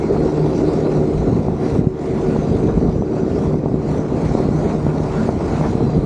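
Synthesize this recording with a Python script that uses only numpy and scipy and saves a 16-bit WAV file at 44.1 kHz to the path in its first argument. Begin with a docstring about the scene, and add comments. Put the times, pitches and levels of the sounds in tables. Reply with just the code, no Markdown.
"""Rooftop, at an air conditioner with its service panel open; one microphone moves into the compressor bay.
Condenser fans, harmonics of the blade rate over a roar of air, weaken on the way in. Compressors hum at
shaft harmonics; their throbbing gas noise hisses and rings the pipework. The bay roars, shaped noise, over a
low band of noise near 220 Hz. Wind noise on the microphone rumbles and bumps: low noise and pressure swings."""
import sys
import numpy as np
from scipy import signal
from scipy.fft import rfft, irfft, next_fast_len
from scipy.io import wavfile
from scipy.ndimage import uniform_filter1d, minimum_filter1d, map_coordinates

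SR = 44100
rng = np.random.default_rng(int(sys.argv[2]) if len(sys.argv) > 2 else 0)


def output_pcm(signal):
    """Save a mono or channel-first signal as 16-bit PCM at the path in sys.argv[1].

    Samples are clipped to [-1, 1] before scaling.
    """
    pcm = np.clip(np.atleast_2d(signal).T, -1, 1) * 32767
    wavfile.write(sys.argv[1], SR, np.round(pcm).astype(np.int16))


N = 267113


def amp(db):
    """Decibels to gain."""
    return 10 ** (np.asarray(db) / 20)


def unit(x):
    """Scale to rms 1."""
    return x / np.sqrt(np.mean(x ** 2) + 1e-20)


def curves(rows):
    """One value per sample for each column after the time."""
    time_s, *columns = np.transpose(rows)
    return [np.interp(np.arange(N) / SR, time_s, column) for column in columns]


def wobble(rate_hz):
    """Smooth random curve with rate_hz knots a second."""
    knots = rng.standard_normal(int(N * rate_hz / SR) + 4)
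    return map_coordinates(knots, [np.arange(N) * rate_hz / SR])


def rise_and_fall(middle_s, length_s):
    """Smooth rise and fall around middle_s."""
    return np.exp(-2 * ((np.arange(N) / SR - middle_s) / length_s) ** 2)


def filtered(x, response):
    """x times a response of frequency."""
    size = next_fast_len(N + SR // 2)
    return irfft(rfft(x, size) * response(np.fft.rfftfreq(size, 1 / SR)), size)[:N]


def coloured(x, spectrum):
    """x shaped by a spectrum of (Hz, dB) points, at rms 1."""
    knot_hz, knot_db = np.transpose(spectrum)
    return unit(filtered(x, lambda hz: amp(np.interp(np.log(hz + 1), np.log(knot_hz), knot_db))))


def rush(spectrum):
    """Coloured noise of rms 1."""
    return coloured(rng.standard_normal(N), spectrum)


def resonance(x, hz, width_hz):
    """x through one damped resonance with unit gain at its peak."""
    return filtered(x, lambda f: 1j * f * width_hz / (hz * hz - f * f + 1j * f * width_hz))


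def patches(x, depth_db):
    """Short random swells, each in its own stretch of the spectrum, deepest in the treble."""
    hz, _, spectra = signal.stft(x, SR, nperseg=512)
    field = uniform_filter1d(rng.standard_normal(spectra.shape), size=5, axis=0)
    field = unit(uniform_filter1d(field, size=10, axis=1))
    depth_share = np.interp(hz, [2000, 4500], [.5, 1])[:, None]
    varied = spectra * amp(depth_db * depth_share * field)
    return unit(signal.istft(varied, nperseg=512)[1][:N])


def wander(x, share, rate_hz):
    """x with its pitch straying by a small share."""
    return map_coordinates(x, [np.cumsum(1 + share * wobble(rate_hz))], mode="mirror")


def swell():
    """How far the treble stands above its mean level, in dB; the machine's sound follows it."""
    # treble level: time_s, level_db
    treble = [(0.03, -48.5), (0.98, -47), (1.03, -50), (1.25, -50), (1.33, -50.5), (1.375, -49.5),
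              (1.42, -52.5), (1.54, -53.5), (1.69, -44.5), (1.76, -47.5), (1.82, -54), (1.92, -58.5),
              (2.04, -49), (2.31, -47.5), (2.72, -50), (2.82, -52), (3.04, -54.5), (3.19, -50), (3.24, -53),
              (3.45, -47), (3.55, -54.5), (3.8, -54.5), (3.92, -47), (4.05, -50), (4.32, -45), (4.5, -49),
              (4.72, -45), (4.77, -49.5), (5.25, -44.5), (5.35, -50), (5.58, -42.5), (5.8, -49),
              (5.95, -49.5), (6.0, -51.5)]
    level_db, = curves(treble)
    return level_db - level_db.mean()


def placed(open_db, inside_db):
    """Level in dB on the way into the bay: open-air value plus depth (0-1) times the change inside."""
    # microphone's way from open air into the bay: time_s, depth (0-1)
    bay_depth = [(1.05, 0), (1.5, 0.14), (3.5, 0.41), (4.3, 0.57), (5.5, 0.89)]
    depth, = curves(bay_depth)
    return open_db + inside_db * depth


def turns(hz, drift, rate_hz):
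    """Running count of revolutions at a slightly unsteady speed."""
    return np.cumsum(hz * (1 + drift * wobble(rate_hz))) / SR


def tones(cycle, orders, flutter_db, smear_cycles):
    """Harmonics of a rotation; each shifts level on the way in and wavers in strength and phase."""
    out = 0
    for multiple, open_db, inside_db in orders:
        flutter = flutter_db * (wobble(3.977) + wobble(11)) / np.sqrt(2)
        level_db = placed(open_db, inside_db) + flutter
        phase = multiple * cycle + rng.random() + smear_cycles * wobble(16)
        out = out + amp(level_db) * np.sin(2 * np.pi * phase)
    return out


def drone(cycle):
    """Blade harmonics 2, 4 and 5 rise and sink, each on its own course."""
    # levels of the three harmonics before the common trim: time_s, relative_db
    second_tone = [(0, -30), (0.25, -27), (0.33, -26), (0.42, -14), (0.55, -34), (0.68, -24), (0.8, -26.5),
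                   (0.98, -19.5), (1.09, -29), (1.19, -20.5), (1.58, -35), (1.8, -25), (1.95, -34),
                   (2.15, -33), (2.3, -23.5), (2.7, -27), (2.9, -32), (3.5, -27.5), (4.19, -24),
                   (4.35, -34), (4.58, -23.5), (4.67, -32), (4.87, -21.5), (5.1, -26.5), (5.5, -31),
                   (5.62, -19), (5.74, -38), (6, -23.5)]
    fourth_tone = [(0.02, -46), (0.2, -19.5), (0.35, -27.5), (0.6, -23.5), (1, -26), (1.92, -38),
                   (3.17, -28), (3.4, -37.5), (4.48, -30.5), (5.8, -35)]
    fifth_tone = [(0, -41), (0.17, -21.5), (0.3, -34), (0.47, -25), (0.8, -29.5), (1, -20), (1.19, -39),
                  (1.5, -32.5), (1.62, -26.5), (2.1, -31.5), (2.29, -22), (2.45, -31), (2.65, -30.5),
                  (3.05, -36), (3.19, -18.5), (3.32, -38), (3.5, -28), (3.95, -31), (4.08, -44),
                  (4.45, -28.5), (4.65, -41), (5.2, -26.5), (5.58, -41), (6, -30.5)]
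    trim_db, flutter_db, smear_cycles = -0.6, 2.3, .06
    out = np.zeros(N)
    for multiple, course in ((2, second_tone), (4, fourth_tone), (5, fifth_tone)):
        relative_db, = curves(course)
        phase = multiple * cycle + rng.random() + smear_cycles * wobble(24)
        tone = unit(np.sin(2 * np.pi * phase))
        out += amp(trim_db + relative_db + flutter_db * wobble(26)) * tone
    return out


def fans():
    """Blade-passing tones over the roar of moved air; a second, slightly faster fan beats with the first."""
    # weaker blade harmonics: multiple of blade rate, relative_db, change_deep_in_bay_db
    blade_tones = [(1, -15, -0.5), (3, -18.5, 16), (6, -11, 5), (7, -16, -2.5)]
    # spectrum of moved air: frequency_hz, relative_db
    fan_air = [(40, -12.5), (120, -14), (250, -4.5), (400, 0), (465, -4.5), (510, -12.5), (700, -15.5),
               (1000, -43), (2000, -44.5), (5000, -90)]
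    blade_hz, beat_hz = 75.65, 0.5
    open_db, inside_db, swell_share = -18, -9.5, 0.47
    # brief dip of the weaker tones and roar
    dip_db = -5 * rise_and_fall(middle_s=1.93, length_s=0.059)
    fan_db = placed(open_db, inside_db) + swell_share * swell() + dip_db + 0.52 * wobble(7.2)
    cycle = turns(blade_hz, drift=0.00443, rate_hz=7)
    second_cycle = turns(blade_hz + beat_hz, drift=0.0043, rate_hz=4)
    first = tones(cycle, blade_tones, flutter_db=2.5, smear_cycles=0.029)
    second = tones(second_cycle, blade_tones, flutter_db=2.5, smear_cycles=0.1)
    roar = amp(1.84 * wobble(40)) * patches(rush(fan_air), depth_db=3.0)
    mix = amp(-1.5) * first + amp(-8.0) * second + amp(-3.0) * roar
    return drone(cycle) + amp(fan_db) * mix


def whines():
    """Narrow bands of gas noise swell, flutter and fade as the microphone moves among the pipes."""
    # pipe resonances passed: middle_s, length_s, pitch_hz, width_hz, relative_db
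    pipe_whines = [(0.025, 0.1, 2160, 300, -0.5), (0.12, 0.26, 4245, 280, -9), (.75, .5, 4050, 280, -11.5),
                   (0.64, 0.32, 4700, 110, -9.5), (1.2, 0.22, 4100, 400, -10), (2.02, 0.2, 2020, 200, -7),
                   (2.33, .2, 1440, 200, -3), (2.51, .18, 4740, 150, -9.5), (3.12, .3, 4695, 80, -8),
                   (3.0, .7, 5970, 125, -14), (3.15, .25, 1456, 160, -2), (4.42, .3, 4280, 260, -11),
                   (5.13, .08, 1900, 800, -2), (5.2, 0.09, 1420, 300, 3), (5.6, .16, 1430, 340, -5),
                   (5.88, 0.32, 4080, 200, -9), (5.91, .12, 4700, 160, -10)]
    out = np.zeros(N)
    for middle_s, length_s, hz, width_hz, relative_db in pipe_whines:
        band = resonance(resonance(rng.standard_normal(N), hz, width_hz), hz, width_hz)
        band = wander(band, share=.004, rate_hz=12)
        out += amp(relative_db + 3.2 * wobble(22)) * rise_and_fall(middle_s, length_s) * unit(band)
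    return out


def pipework(throb):
    """Throbbing gas flow rings the pipes and shell; each resonance wavers on its own."""
    # pipe and shell resonances: pitch_hz, width_hz, relative_db
    pipes = [(3945, 44, 4), (4200, 220, 1), (4690, 55, 1), (5620, 160, -3), (6000, 140, -6),
             (7020, 55, -3.5), (7710, 55, -5), (8530, 50, -10), (8885, 50, -10)]
    flow = throb * rng.standard_normal(N)
    out = np.zeros(N)
    for hz, width_hz, relative_db in pipes:
        waver_db = 2.5 * wobble(12) + 1.2 * wobble(3)
        out += amp(relative_db + waver_db) * resonance(flow, hz, width_hz)
    return unit(out)


def compressors():
    """Gas is squeezed out once a turn: a hum, a fine buzz and a throbbing hiss that rings the pipes."""
    # hum harmonics: multiple of shaft rate, relative_db, change_deep_in_bay_db
    hum_tones = [(2, 4.5, 0.5), (6, 0.5, -3), (7, 6.5, -1.5), (12, 2, -2), (16, -5, 1), (20, -6, -1.5),
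                 (24, -11.5, -0.5), (26, -16, -4)]
    # spectrum of gas hiss: frequency_hz, relative_db
    gas_spectrum = [(500, -12.5), (1400, 0.5), (2000, 6.5), (2550, 2.5), (2900, -3), (3700, -3),
                    (5100, -4.5), (6100, -4.5), (6700, -6.5), (7500, -8), (9000, -15), (9500, -19.5),
                    (10500, -25.5), (12000, -76)]
    shaft_hz = 58.83
    level_db = placed(open_db=-46.5, inside_db=-0.1) + swell() + 0.52 * wobble(19)
    cycle = turns(shaft_hz, drift=.0001, rate_hz=1.5)
    throb = amp(.65 * np.sin(2 * np.pi * cycle))
    # the same rubbing pattern comes round with every turn of the shaft
    pattern = irfft(np.exp(2j * np.pi * rng.random(round(SR / shaft_hz))))
    buzz = unit(map_coordinates(pattern, [cycle % 1 * len(pattern)], mode="grid-wrap"))
    gas = coloured(throb * (rng.standard_normal(N) + amp(-12) * buzz), gas_spectrum)
    hiss = amp(0.94 * wobble(120)) * patches(gas, depth_db=3.0)
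    ring = pipework(throb)
    hum = tones(cycle, hum_tones, flutter_db=2.5, smear_cycles=.04)
    return amp(level_db) * (hiss + amp(-11) * ring + whines() + amp(0.5) * hum)


def bay():
    """Machine noise roars in the sheet-metal bay, with a low band of noise near 220 Hz."""
    # spectrum of the roar: frequency_hz, relative_db
    bay_air = [(300, -22.5), (550, 4.5), (700, 2.5), (900, -2), (1150, -7), (1320, -11), (1370, -10.5),
               (1470, -10), (1510, -17.5), (2500, -32), (5000, -73)]
    # level of the low noise band: time_s, level_db
    low_band_course = [(1.1, -34), (1.7, -40), (3.6, -35.5), (4.3, -27.5), (5, -31.5)]
    low_band_hz, swell_share = 219.6, 0.9
    roar_db = placed(open_db=-32.5, inside_db=0.5) + swell_share * swell() + 1.82 * wobble(45)
    roar = amp(roar_db) * patches(rush(bay_air), depth_db=2.5)
    low_band_db, = curves(low_band_course)
    low_band = resonance(rng.standard_normal(N), low_band_hz, width_hz=46)
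    low_band = unit(resonance(low_band, low_band_hz, width_hz=82))
    return roar + amp(low_band_db + 1.1 * wobble(20)) * low_band


def gusting():
    """Buffet and rumble levels in dB, before trims: restless turbulence with a few gusts and lulls."""
    # turbulence strength: time_s, relative_db
    breeze = [(0, -21.5), (1.1, -22), (1.4, -21.5), (3.5, -17), (4.9, -20), (5.8, -17.5)]
    # gusts and lulls: middle_s, length_s, buffet_change_db, rumble_change_db
    gusts = [(0.432, .14, -4, 4.5), (0.642, 0.086, 1.5, 0), (0.853, .1, 0, -7.5), (1.194, 0.071, 0, 12.5),
             (1.326, 0.11, 6, 2), (1.684, 0.063, 4, -2), (1.985, 0.12, -9, -14), (2.26, 0.046, -6, 6),
             (2.524, .06, 2.5, -8), (2.786, 0.06, 3, 7), (3.092, .1, -3, -6), (3.217, 0.042, 0.5, 3),
             (3.29, .06, -3.5, -10), (3.603, 0.23, -1, -4.5), (3.87, 0.2, -4.5, -3),
             (4.077, 0.079, -6.5, -5), (5.11, .05, 1, 3), (5.363, 0.094, -2.5, 5), (5.805, 0.078, 2.5, 4.5)]
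    breeze_db, = curves(breeze)
    buffet_db = breeze_db + 1.14 * wobble(17)
    rumble_db = buffet_db - 7.5 + 2.4 * wobble(12)
    for middle_s, length_s, buffet_change_db, rumble_change_db in gusts:
        shape = rise_and_fall(middle_s, length_s)
        buffet_db = buffet_db + buffet_change_db * shape
        rumble_db = rumble_db + rumble_change_db * shape
    return buffet_db, rumble_db


def pressure_swings(rows, skew_rad):
    """Each row is one lopsided pressure swing, shorter the higher its pitch."""
    t = np.arange(-SR // 50, SR // 50) / SR
    out = np.zeros(N + 2 * len(t))
    for middle_s, level_db, hz in rows:
        lean = np.exp(1j * skew_rad * rng.standard_normal())
        swing = np.real(lean / (1 - 2.5j * hz * t) ** 3)
        out[max(round(middle_s * SR), 0):][:len(t)] += amp(level_db) * swing
    return out[len(t) // 2:][:N]


def wind():
    """Turbulence on the microphone: lumpy rumble, a patter of small swings and louder low bumps."""
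    # louder low bumps in the wind noise, some sharp, many only peaks of the random buffeting:
    # middle_s, level_db, pitch_hz
    bump_rows = [(1.198, -9, 130), (1.331, -7, 200), (1.358, -8, 170), (1.395, -8, 190), (1.485, -4.5, 460),
                 (1.665, -7.5, 240), (1.793, -3.5, 190), (1.813, -8, 170), (1.8715, -1.5, 172),
                 (2.364, -5.5, 440), (2.389, -8, 260), (2.64, -5.5, 220), (2.83, -7, 232), (2.863, -9, 160),
                 (2.964, -6.5, 201), (3.023, -4.5, 410), (3.235, -7, 150), (3.315, -8, 290),
                 (3.535, -8, 230), (3.543, -8.5, 410), (3.639, -8, 270), (3.66, -3.5, 400),
                 (3.743, -2, 235), (3.975, -7, 245), (3.993, -3, 270), (4.352, -1.5, 410), (4.403, -7, 360),
                 (4.49, -6.5, 300), (4.661, -7.5, 200), (4.751, -7, 240), (4.867, -4.5, 430),
                 (5.003, -7.5, 380), (5.291, -.5, 490), (5.409, -6, 420), (5.612, -5.5, 530),
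                 (5.754, -6, 230), (5.807, -5, 450), (5.842, -5, 188), (5.967, -6.5, 185), (5.979, -3, 245)]
    # noise spectra: frequency_hz, relative_db
    buffet_spectrum = [(30, -33), (80, -23), (120, 1.5), (195, 1.5), (280, -2.5), (450, -8.5), (900, -27.5),
                       (1500, -38.5), (3000, -95.5)]
    rumble_spectrum = [(15, -36), (28, -14), (43, 0), (72, 0), (100, -4), (200, -25), (600, -80)]
    wake_delay_s, wake_db, wake_hz = 0.0026, -7, 165
    buffet_db, rumble_db = gusting()
    draw = rng.random((300, 3))
    small_swings = np.column_stack([draw[:, 0] * N / SR, -14 * draw[:, 1], 110 * 3.4 ** draw[:, 2]])
    patter = unit(pressure_swings(small_swings, skew_rad=2.93))
    # each lump of air shakes the deep and the middle bass together
    lumps = wobble(36)
    buffet = amp(buffet_db) * (amp(-4.5 + 3.0 * lumps) * rush(buffet_spectrum) + amp(-6.5) * patter)
    rumble = amp(rumble_db - 5.6 + 2 * lumps) * rush(rumble_spectrum)
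    # a weaker suction follows each bump
    wake_rows = [(s + wake_delay_s, db + wake_db, wake_hz) for s, db, _ in bump_rows]
    wakes = pressure_swings(wake_rows, skew_rad=0.4)
    low_bumps = pressure_swings(bump_rows, skew_rad=0.64) - wakes
    # air pressure on the port carries no treble
    return rumble + filtered(buffet + low_bumps, lambda hz: 1 / np.sqrt(1 + (hz / 1400) ** 12))


def scene():
    """Machine and wind at one microphone."""
    return (fans() + compressors() + bay() + wind())[None]


def record(dry):
    """Cut the deepest bass, duck briefly on peaks and remove all above the band limit."""
    low_cut_hz, top_hz, ceiling = 32, 11600, .95
    x = filtered(dry[0], lambda hz: (hz / low_cut_hz) ** 4 / np.sqrt(1 + (hz / low_cut_hz) ** 8))
    needed = np.minimum(1, ceiling / (np.abs(x) + 1e-9))
    gain = uniform_filter1d(minimum_filter1d(needed, size=SR // 80), size=SR // 100)
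    return filtered(x * gain, lambda hz: hz < top_hz)[None]


dry = scene()
out = record(dry)
output_pcm(out)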